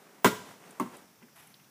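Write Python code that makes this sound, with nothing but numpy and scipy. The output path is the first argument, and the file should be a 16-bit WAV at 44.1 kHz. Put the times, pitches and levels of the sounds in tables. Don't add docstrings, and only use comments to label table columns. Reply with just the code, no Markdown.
import sys
import numpy as np
from scipy import signal
from scipy.fft import rfft, irfft, next_fast_len
from scipy.io import wavfile
from scipy.ndimage import map_coordinates

SR = 44100
rng = np.random.default_rng(int(sys.argv[2]) if len(sys.argv) > 2 else 0)


def wrap_up_sound(samples):
    columns = np.atleast_2d(samples).T
    tamed = np.clip(columns, -1, 1)
    steps = np.round(tamed * 32767).astype(np.int16)
    wavfile.write(sys.argv[1], SR, steps)


N = 74970

# pitch_hz, level_db
AIR_COLOUR = [(30, -27.5), (60, 2), (95, -2), (175, 2), (230, -3), (450, -10), (1100, -12), (2500, -14.5),
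              (4300, -19), (5600, -11), (7000, -18.5), (12000, -19.5), (15000, -14.5)]
ECHO_COLOUR = [(100, 5), (250, -8), (650, -3.5), (1100, -3.5), (3000, -1), (14000, 2)]
SHUFFLE_COLOUR = [(60, -30), (180, -2), (430, -3.5), (800, -5), (1400, -9), (2200, -12.5), (4500, -21.5),
                  (9000, -21), (15000, -29)]
SCUFF_COLOUR = [(100, 2), (500, -13), (800, 1), (1050, -2.5), (2400, -3.5), (5000, -14.5), (9500, -12),
                (11500, -5.5), (15000, -22)]
CLASH_COLOUR = [(60, -53), (200, -29), (420, -2.5), (520, 1), (640, -3), (760, -13.5), (950, 3), (1500, -2),
                (1780, -12), (2150, -5.5), (2520, -16.5), (3200, -13), (4300, -19), (7000, -19.5),
                (12000, -21.5), (15000, -19.5)]
THUD_COLOUR = [(30, -36), (70, -28), (120, -23), (175, 1), (300, 9.5), (450, -7), (590, -2), (780, -20.5),
               (1100, -1.5), (2300, -34), (15000, -48)]
BUZZ_COLOUR = [(200, 19), (1100, 6.5), (1700, 3.5), (2200, 2), (4500, -7.5), (8000, -8.5), (15000, -9.5)]

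# time_s, level_db
AIR_LEVEL = [(0, -63), (.22, -64.5), (.35, -62.5), (1.15, -61), (1.7, -60.5)]
SHUFFLE_LEVEL = [(.3, -59), (.42, -55.5), (.51, -50), (.57, -58.5), (.66, -53.5), (.72, -54.5), (.79, -57),
                 (.88, -55.5), (.95, -51), (1.0, -55.5), (1.07, -63.5), (1.2, -69.5)]
SCUFF_LEVEL = [(1.34, -79), (1.365, -54), (1.44, -60), (1.52, -63), (1.6, -69.5), (1.7, -78)]

# pitch_hz, fade_s
ECHO_FADES = [(100, 0.65), (400, 0.56), (1500, 0.46), (5000, 0.71), (14000, 0.39)]
CLASH_FADES = [(200, 0.12), (1200, 0.086), (4000, 0.18), (13000, .11)]

# pitch_hz, level_db, fade_s
BEAM_TONES = [(110.2, -17, 0.17), (194.3, -3.5, 0.12), (248.4, 3, 0.11), (281, -13.5, 0.056),
              (336, -4.5, 0.073), (369.2, -1, 0.098), (571, -18, 0.12), (619, -10, 0.098)]
WHEEL_TONES = [(920, -11.5, .13), (1056, -4.5, 0.073), (1119.5, -2.5, 0.056), (1324, -18, .13),
               (2100, -16.5, 0.046)]
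FRAME_TONES = [(427, -7, 0.28), (869, -13, 0.18), (995, -0.5, 0.073), (1403, -7.5, 0.15), (1565, -6.5, .13),
               (2001, -7.5, 0.13), (2718, -12, 0.05), (3157, -17.5, 0.045), (7142, -13, 0.081)]
CLICK_TONES = [(1500, 0, .012), (6900, -3, .006), (7900, -2, .006), (9300, -3, .007), (14300, -8, .008)]

# start_s, level_db, pitch_hz, fade_s
TICKS = [(.509, -57, 9470, 0.013), (.639, -49, 2140, 0.033), (.706, -49.5, 9200, 0.044),
         (0.967, -50, 9400, 0.039), (1.226, -55, 2160, .05), (1.281, -59.5, 1580, 0.046),
         (1.472, -54, 10300, 0.037), (1.5415, -48.5, 3900, 0.028), (1.596, -59, 2400, .05),
         (1.643, -59, 3200, 0.037)]
# start_s, level_db
CLASHES = [(0.2455, -16.5), (0.2487, -24), (0.2584, -22), (0.2648, -29), (0.2721, -28.5)]
# start_s, wood_db, hardness_hz, wheel_db, frame_db, click_db
BLOWS = [(0.2453, -14, 1190, -24, -17, -20), (0.7986, -25.5, 656, -19, -52, -28.5),
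         (0.8201, -23.5, 227, -51, -48, -68.5), (.861, -42.5, 400, -36, -57, -59),
         (1.218, -50, 458, -59, -58, -67), (1.239, -44, 189, -77, -68, -83)]


def gain(db):
    return 10 ** (np.asarray(db) / 20)


def normalise(sound):
    return sound / np.sqrt(np.mean(sound ** 2) + 1e-20)


def look_up(table, hz):
    pitches, values = np.transpose(table)
    return np.interp(np.log(hz + 1), np.log(pitches + 1), values)


def clock():
    return np.arange(N) / SR


def loudness(table):
    return gain(np.interp(clock(), *np.transpose(table)))


def start_at(start_s, sound):
    return np.pad(sound, (max(round(start_s * SR), 0), 0))[:N]


def filtered(sound, gain_at):
    size = next_fast_len(N + SR // 2)
    hz = np.fft.rfftfreq(size, 1 / SR)
    return irfft(rfft(sound, size) * gain_at(hz), size)[:N]


def noise(colour):
    return normalise(filtered(rng.standard_normal(N), lambda hz: gain(look_up(colour, hz))))


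def fade(fade_s, rise_s):
    return np.exp(-np.log(1000) * clock() / fade_s) * (1 - np.exp(-clock() / rise_s))


def fade_by_pitch(sound, fades):
    hz, time_s, spectrum = signal.stft(sound, SR, nperseg=256)
    decay = np.exp(-np.log(1000) * time_s / look_up(fades, hz)[:, None])
    return signal.istft(spectrum * decay, SR, nperseg=256)[1][:N]


def soften(hz, hardness_hz):
    return 1 / (1 + (hz / hardness_hz) ** 2)


def ring(tones, hardness_hz=np.inf):
    sound = np.zeros(N)
    for hz, db, fade_s in tones:
        strength = gain(db + .5 * rng.standard_normal()) * soften(hz, hardness_hz)
        shape = fade(fade_s, rise_s=1.18 / hz)
        sound += strength * shape * np.sin(2 * np.pi * hz * clock())
    return sound


def outdoor_air():
    return loudness(AIR_LEVEL) * noise(AIR_COLOUR)


def garden_echo(sound):
    swell = 1 - np.exp(-clock() / .02)
    tail = fade_by_pitch(noise(ECHO_COLOUR), ECHO_FADES) * swell
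    return gain(-13.5) * signal.fftconvolve(sound, tail / np.linalg.norm(tail))[:N]


def rubbing(levels, colour, grain_db, grains_per_s):
    flutter = map_coordinates(rng.standard_normal(4096), [clock() * grains_per_s], mode="wrap")
    return loudness(levels) * normalise(noise(colour) * gain(grain_db * flutter))


def ticks(width_octaves=.45):
    sound = np.zeros(N)
    for start_s, db, pitch_hz, fade_s in TICKS:
        hiss = rng.standard_normal(N)
        band = filtered(hiss, lambda hz: np.exp(-(np.log2((hz + 1) / pitch_hz) / width_octaves) ** 2))
        sound += start_at(start_s, gain(db) * normalise(band) * fade(fade_s, rise_s=.00046))
    return sound


def rattle():
    crack = 1 + gain(-1.5) * fade(fade_s=.017, rise_s=.0001)
    sound = np.zeros(N)
    for start_s, db in CLASHES:
        clash = fade_by_pitch(noise(CLASH_COLOUR), CLASH_FADES)
        sound += start_at(start_s, gain(db) * crack * clash)
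    return sound


def wheel_blows():
    sound = np.zeros(N)
    for start_s, wood_db, hardness_hz, wheel_db, frame_db, click_db in BLOWS:
        dull_noise = filtered(noise(THUD_COLOUR), lambda hz: soften(hz, hardness_hz))
        thud = gain(-4.5) * dull_noise * fade(fade_s=.16, rise_s=.003)
        wood = gain(wood_db) * (thud - ring(BEAM_TONES, hardness_hz))
        buzz = gain(-5.5) * noise(BUZZ_COLOUR) * fade(fade_s=.19, rise_s=.0018)
        click = gain(click_db) * (ring(CLICK_TONES) + buzz)
        metal = gain(wheel_db) * ring(WHEEL_TONES) + gain(frame_db) * ring(FRAME_TONES)
        sound += start_at(start_s, wood + click + metal)
    return sound


def scene():
    hits = wheel_blows() + rattle() + ticks()
    shuffle = rubbing(SHUFFLE_LEVEL, SHUFFLE_COLOUR, grain_db=1.14, grains_per_s=170)
    scuff = rubbing(SCUFF_LEVEL, SCUFF_COLOUR, grain_db=1.7, grains_per_s=113)
    return (outdoor_air() + garden_echo(hits) + shuffle + scuff + hits)[None]


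def record(dry):
    low_cut_hz, top_hz, peak_limit = 115.5, 15350, .42
    bass_cut = signal.butter(4, low_cut_hz, "highpass", fs=SR, output="sos")
    thin = signal.sosfilt(bass_cut, dry[0]) + gain(-34) * dry[0]
    rounded = thin / (1 + (thin / peak_limit) ** 4) ** (1 / 4)
    return filtered(rounded, lambda hz: hz < top_hz)[None]


dry = scene()
out = record(dry)
wrap_up_sound(out)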